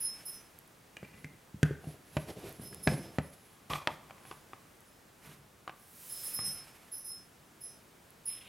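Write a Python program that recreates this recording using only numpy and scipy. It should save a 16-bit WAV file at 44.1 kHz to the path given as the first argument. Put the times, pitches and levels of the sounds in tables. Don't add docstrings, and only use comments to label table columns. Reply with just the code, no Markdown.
import sys
import numpy as np
from scipy import signal
from scipy.fft import rfft, irfft, next_fast_len
from scipy.io import wavfile
from scipy.ndimage import uniform_filter1d

SR = 44100
rng = np.random.default_rng(int(sys.argv[2]) if len(sys.argv) > 2 else 0)


def wav_record(signal):
    frames = np.transpose(np.atleast_2d(signal))
    bounded = np.clip(frames, -1, 1)
    quanta = np.round(bounded * 32767).astype(np.int16)
    wavfile.write(sys.argv[1], SR, quanta)


def field_ratio(decibels):
    return 10 ** (np.asarray(decibels, dtype=float) / 20)


N = 373968


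def noise(spectrum):
    hz, db = np.transpose(spectrum)
    size = next_fast_len(N)
    f = np.maximum(np.arange(size // 2 + 1) * SR / size, 1)
    gain = field_ratio(np.interp(np.log(f), np.log(hz), db))
    x = irfft(rfft(rng.standard_normal(size)) * gain, size)[:N]
    return x / x.std()


def walk(rate_hz):
    hold = int(SR / rate_hz)
    levels = np.repeat(rng.standard_normal(N // hold + 1), hold)
    return uniform_filter1d(levels, hold)[:N]


def ring(modes, spread_db=0., detune=0., length_s=.6):
    hz, db, t60_s = np.transpose(modes)[:, :, None]
    t = np.arange(int(length_s * SR)) / SR
    gain = field_ratio(db + spread_db * rng.standard_normal(hz.shape))
    hz = hz * (1 + detune * rng.standard_normal(hz.shape))
    x = (gain * np.sin(2 * np.pi * hz * t) * field_ratio(-60 * t / t60_s)).sum(axis=0)
    return x / np.abs(x).max()


def add(out, start_s, x):
    i = int(start_s * SR)
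    out[i:i + len(x)] += x[:len(out) - i]


def band(x, lo_hz, hi_hz):
    edges_hz = [lo_hz, min(hi_hz, .45 * SR)]
    return signal.sosfilt(signal.butter(2, edges_hz, "band", fs=SR, output="sos"), x)


def pressure(strokes, peaks_db):
    time = np.arange(N) / SR
    power = np.zeros(N)
    for (peak_s, rise_s, fall_s, *_), db in zip(strokes, peaks_db):
        away = np.where(time < peak_s, (peak_s - time) / rise_s, (time - peak_s) / fall_s)
        power += field_ratio(db - 6.74 * np.minimum(away, 4) ** 1.87) ** 2
    return np.sqrt(power)


# (relative, per Hz)
AIR_COLOUR = [(18, -38), (30, -12), (149, -2.5), (183, -4.5), (716, -11), (1610, -14.5), (4370, -22),
              (10700, -23), (15800, -27)]
# pitch_hz, tilt_db
AIR_SIDE_TILT = [(60, -35), (200, -11.5), (700, -5.5), (1300, -6), (4400, -12.5), (15000, -18.5)]


def air():
    hz, db = np.transpose(AIR_COLOUR)
    tilt_hz, tilt_db = np.transpose(AIR_SIDE_TILT)
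    side_colour = np.transpose([hz, db + np.interp(np.log(hz), np.log(tilt_hz), tilt_db)])
    side = field_ratio(-7.5) * noise(side_colour) * np.array([[1], [-1]])
    swell = field_ratio(-60.5 + .6 * walk(1.5))
    return swell * (noise(AIR_COLOUR) + side)


METAL_HZ = [
    [10905, 10980, 11055, 8530, 11872, 11895, 14440],
    [5158, 6006, 5590, 1410],
    [10400, 10420],
]
METAL_DB = [
    [-2, 1, -13, -13, -8, -13, -9],
    [6, -8, -15, -22],
    [0, -9],
]
METAL_T60_S = [0.44, 0.86, 0.23]
CHATTER_S = [0.011, 0.03, 0.011]
METAL_DAMP_S = [.15, .165, .14]
# jump_db, spread of the level jumps before they are slewed
FLUTTER_DB = [4.5, 2.2, 4]
# rebound_db, level against the first touch
REBOUND_DB = [-11, -3, -2]
# start_s, strength_db, rebound_after_s, low_db (low notes against the high ones)
JINGLES = [(0.001, -27, .04, -12), (0.251, -29, .04, -12), (2.611, -38, .028, -10),
           (2.827, -32.5, 0.09, -11.5), (3.2191, -52, .03, -14), (4.205, -65, .03, -3),
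           (4.85, -58, .03, -13), (5.7846, -56.5, .03, -11), (6.088, -33.5, 0.069, -13),
           (6.232, -28, .027, -13), (6.334, -27, .042, -6), (6.4388, -25, .059, -13),
           (6.915, -34, .042, -11.5), (7.042, -31.5, .03, -12), (7.6054, -38, .028, -10.5),
           (8.253, -28, .025, -20)]


def brushed(modes, jump_db):
    x = 0
    for mode in modes:
        note = field_ratio(mode[1] + 2 * rng.standard_normal()) * ring([mode], detune=0.00052)
        edges = np.cumsum(rng.exponential(.022 * SR, size=40))
        levels = rng.standard_normal(41)
        steps = levels[np.searchsorted(edges, np.arange(len(note)))]
        x = x + note * field_ratio(jump_db * uniform_filter1d(steps, size=40))
    return x / np.sum(field_ratio(np.array(modes)[:, 1]))


def metal_jingle():
    out = np.zeros(N)
    t = np.arange(int(.6 * SR)) / SR
    groups = [[(f, g, t60_s) for f, g in zip(hz, db)]
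              for hz, db, t60_s in zip(METAL_HZ, METAL_DB, METAL_T60_S)]
    swell = 1 - np.exp(-t / np.array(CHATTER_S)[:, None])
    damping = np.exp(-(t / np.array(METAL_DAMP_S)[:, None]) ** 3)
    shapes = swell * damping
    for start_s, strength_db, gap_s, low_db in JINGLES:
        first = strength_db + np.array([0, low_db, -6])
        for touch_s, levels in ((start_s, first), (start_s + gap_s, first + REBOUND_DB)):
            for level_db, modes, jump_db, shape in zip(levels, groups, FLUTTER_DB, shapes):
                add(out, touch_s, field_ratio(level_db) * brushed(modes, jump_db) * shape)
    return out


# peak_s, rise_s, fall_s, level_db (before the flicker)
RUSTLES = [(0.2, 0.3, 0.25, -59), (5.28, 0.056, 0.074, -54.5), (6.42, 0.15, 0.36, -55)]
# (relative, per Hz)
CLOTH_COLOUR = [(2500, -1), (4000, -8.5), (8000, -10), (11500, -6), (13500, -10), (15800, -34)]


def cloth_rub(flicker):
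    hiss = pressure(STROKES, np.array(STROKES)[:, 3] - 8)
    rub = pressure(RUSTLES, np.array(RUSTLES)[:, 3])
    return noise(CLOTH_COLOUR) * np.hypot(hiss, rub) * flicker


# start_s, peak_db (before panning), pitch_hz
TICKS = [(0.589, -33.5, 11600), (0.677, -44, 10800), (2.4936, -34, 12300), (2.5264, -36, 12200),
         (2.7464, -28, 10200), (2.838, -41, 8200), (3.028, -42, 9000), (3.7351, -21, 3000),
         (3.8735, -14, 2700), (4.806, -43.5, 10900), (8.1056, -40, 10800)]


def dry_ticks():
    out = np.zeros(N)
    for start_s, peak_db, hz in TICKS:
        crack = ring([(hz, 0, .003), (1.03 * hz, -4, .003)], length_s=.01)
        add(out, start_s, field_ratio(peak_db) * crack)
    return out


# pitch_hz, level_db (relative), t60_s
TABLE = [(79.2, -16.5, 0.4), (113, -18, 0.24), (152, 0.5, 0.13), (195.5, 1, 0.11), (262, -2.5, 0.059),
         (403, 0, 0.023)]


def blows(events, body, contact_ms, crack_db, snap_db, shudder_s, shudder_db):
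    out = np.zeros(N)
    t = np.arange(int(.3 * SR)) / SR
    for start_s, body_db, table_db, *tune in events:
        soft_db = 0.4 * (-17.5 - body_db)
        softness = field_ratio(soft_db)
        push = np.hanning(int(np.clip(contact_ms * softness, .05, 5) * SR / 1000) + 3)
        tuned = np.multiply(body, [np.prod(tune), 1, 1])
        own = field_ratio(body_db) * ring(tuned, spread_db=1.0, detune=0.03)
        thump = field_ratio(table_db) * ring(TABLE, spread_db=7.0)
        add(out, start_s, -np.convolve(own + thump, push / push.sum()))
        shaking, cracking, snapping = rng.standard_normal((3, len(t)))
        shudder = signal.fftconvolve(own, shaking * np.exp(-t * softness / shudder_s))
        add(out, start_s, field_ratio(shudder_db) * shudder)
        crack = band(cracking * np.exp(-t / 0.0027), 270, 3280 / field_ratio(soft_db / 2))
        add(out, start_s, field_ratio(body_db + crack_db) * band(crack, 250, 4040))
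        snap = band(snapping * np.exp(-t / 0.0019), 950, 9000)
        add(out, start_s, field_ratio(body_db + snap_db - soft_db) * snap)
    return out


CAP_BLOWS = [(0.9683, -32, -52, 2245), (1.05, -42, -46, 2250), (1.2448, -33, -33, 1910),
             (1.6302, -18, -9.5, 1470), (2.728, -44, -50, 1590)]
# multiple of its pitch, level_db (relative), t60_s
CAP = [(.9, 5.9, 0.042), (1.06, 29, 0.023), (1.2, 20, 0.032), (1.9, 6.9, 0.0046)]


def cap_blows():
    return -blows(CAP_BLOWS, CAP, contact_ms=0.041, crack_db=-1, snap_db=-3.5,
                  shudder_s=0.073, shudder_db=-41.0)


# start_s, ring_db of the bottle, thump_db of the table
BOTTLE_BLOWS = [(1.029, -33, -37), (1.542, -65, -28.5), (1.708, -53, -19), (1.842, -31.5, -46),
                (1.871, -44, -27.5), (2.168, -14, -22.5), (2.288, -34, -54), (2.596, -39.5, -35.5),
                (2.87, -34, -18.5), (2.874, -9.5, -16), (3.185, -17.5, -16.5)]
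# pitch_hz, level_db (relative), t60_s
BOTTLE = [(413, 4.2, 0.012), (597, 2.3, 0.013), (650, 1.6, 0.0095), (1040, 7.7, 0.0036),
          (1674, 3.1, 0.0071), (2200, 1.3, 0.0088)]


def bottle_blows():
    return blows(BOTTLE_BLOWS, BOTTLE, contact_ms=0.34, crack_db=-10, snap_db=-22.5,
                 shudder_s=0.0065, shudder_db=-24.0)


# peak_s, rise_s, fall_s, scrape_db,
# weight_db (rumble of the table over the scrape)
STROKES = [(1.05, 0.059, 0.19, -63.5, 3.5), (1.298, 0.15, 0.063, -73.5, 17), (1.66, 0.029, 0.053, -55, 3),
           (1.9, 0.087, 0.066, -57, -1), (2.2, 0.055, 0.058, -57, 7.5), (2.295, 0.017, 0.021, -43, -9),
           (2.385, 0.023, 0.03, -48, -4), (2.459, 0.04, 0.052, -45, -8), (2.62, 0.03, 0.05, -62, 15),
           (2.74, 0.078, 0.1, -62.5, 9), (2.897, 0.017, 0.065, -38, 6), (3.051, 0.13, 0.11, -52, -3),
           (3.703, 0.0038, 0.081, -38, -12), (3.915, 0.029, 0.04, -52, -12), (4.3, 0.78, 0.11, -66, -1),
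           (5.28, 0.022, 0.2, -76, 18.5), (6.42, 0.039, 0.14, -62, 10), (8.38, 0.081, 0.19, -57.5, -8)]


def table_drag():
    grains = rng.standard_normal(N) * field_ratio(3.15 * walk(80))
    low = signal.fftconvolve(grains, ring(TABLE, length_s=0.03))[:N]
    start, end = CAP_BLOWS[0], CAP_BLOWS[2]
    loose_cap, seated_cap = (np.multiply(CAP, [blow[-1], 1, 1]) for blow in (start, end))
    bodies = [loose_cap, seated_cap, TABLE[5:] + BOTTLE[:3], BOX]
    loose, deep, bottle, box = (signal.fftconvolve(grains, ring(m, length_s=.005))[:N] for m in bodies)
    down = np.clip((np.arange(N) / SR - start[0]) / (end[0] - start[0]), 0, 1)
    cap = (np.sqrt(1 - down) * loose + np.sqrt(down) * deep) * field_ratio(4.5 * walk(30))
    skin = band(grains, 400, 4300)
    cloth = band(band(grains, 1800, 3940), 1800, 3940)
    which = np.searchsorted([.9, 1.5, 3.5, 4.8, 8], np.arange(N) / SR)
    sliding = np.choose(which, [b / b.std() for b in (skin, cap, bottle, box, skin, cloth)])
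    high = sliding + 0.25 * skin / skin.std()
    scrape_db, weight_db = np.array(STROKES)[:, 3:].T
    rumble = pressure(STROKES, scrape_db + weight_db) * low / low.std()
    return rumble + pressure(STROKES, scrape_db) * high


# peak_s, rise_s, fall_s, level_db (before the flicker)
SLIDES = [(1.2, 0.087, 0.059, -68), (1.9, 0.062, 0.044, -60), (2.2, 0.11, 0.15, -58),
          (2.65, 0.19, 0.51, -61), (3.45, 0.26, 0.12, -65.5), (4.3, 0.055, 0.063, -58.5)]
# (relative, per Hz)
FINGER_COLOUR = [(3000, -10), (8800, -17), (10100, -3.5), (11500, -5), (13000, -29), (15800, -24)]


def finger_slide(flicker):
    return noise(FINGER_COLOUR) * pressure(SLIDES, np.array(SLIDES)[:, 3]) * flicker


# start_s, ring_db, thump_db of the table
BOX_BLOWS = [(3.701, -29.5, -31), (3.734, -22.5, -38), (3.873, -16, -62, .78), (3.915, -38, -41),
             (4.098, -43, -68), (4.108, -36, -71), (4.181, -41, -55), (4.252, -40, -54), (4.312, -29, -74),
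             (4.326, -40, -66), (4.533, -34.5, -57), (5.677, -29, -55), (5.695, -31.5, -66),
             (6.39, -31.5, -36.5)]
# pitch_hz, level_db (relative), t60_s
BOX = [(588, -13, 0.05), (814, 1, 0.03), (1118, 15, 0.014), (1980, -8.5, 0.02), (2400, 5, 0.009),
       (3250, 3, 0.007)]


def box_taps_and_bump():
    return blows(BOX_BLOWS, BOX, contact_ms=0.24, crack_db=3.5, snap_db=-15,
                 shudder_s=0.017, shudder_db=-30)


# peak_s, rise_s, fall_s, level_db (before the flicker)
SWISH = [(6.3, 0.27, 0.06, -45.5)]
# (relative, per Hz)
SLEEVE_COLOUR = [(2000, -8.5), (7000, -5.5), (11500, 2.5), (15800, -3.5)]


def sleeve_swish():
    return noise(SLEEVE_COLOUR) * pressure(SWISH, np.array(SWISH)[:, 3]) * field_ratio(0.76 * walk(25))


def room(x):
    t60_s, level_db, dull_hz = 0.45, -15, 3900
    t = np.arange(int(.6 * SR)) / SR
    tail = rng.standard_normal((3, len(t))) * field_ratio(-60 * t / t60_s) * (1 - np.exp(-t / 0.00073))
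    ports = tail[0] + 0.29 * tail[1:]
    ports = signal.lfilter([1], [1, -np.exp(-2 * np.pi * dull_hz / SR)], ports)
    ports /= np.sqrt(np.sum(ports ** 2, axis=1, keepdims=True))
    return field_ratio(level_db) * signal.fftconvolve(x[None], ports, axes=1)[:, :N]


def pan(x, left_db):
    return x * field_ratio(np.array([[left_db], [-left_db]]) / 2)


def scene():
    hands = cap_blows() + bottle_blows() + table_drag() + box_taps_and_bump()
    hands = signal.sosfilt(signal.butter(4, 70, "high", fs=SR, output="sos"), hands)
    metal = metal_jingle()
    flicker = field_ratio(2.7 * walk(40))
    rustle = cloth_rub(flicker) + finger_slide(flicker) + sleeve_swish()
    tail = room(band(hands + 2.4 * metal, 236, 13400))
    direct = pan(hands, -0.2) + pan(dry_ticks(), -1.7) + pan(metal, -3.5) + pan(rustle, -2.6)
    return direct + tail + air()


def low_pass(x):
    return signal.sosfilt(signal.butter(12, 16760, fs=SR, output="sos"), x)


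def record(dry):
    top_cut = signal.ellip(8, .2, 60, 15900, fs=SR, output="sos")
    mix = signal.sosfilt(top_cut, dry)
    return low_pass(mix)


dry = scene()
out = record(dry)
wav_record(out)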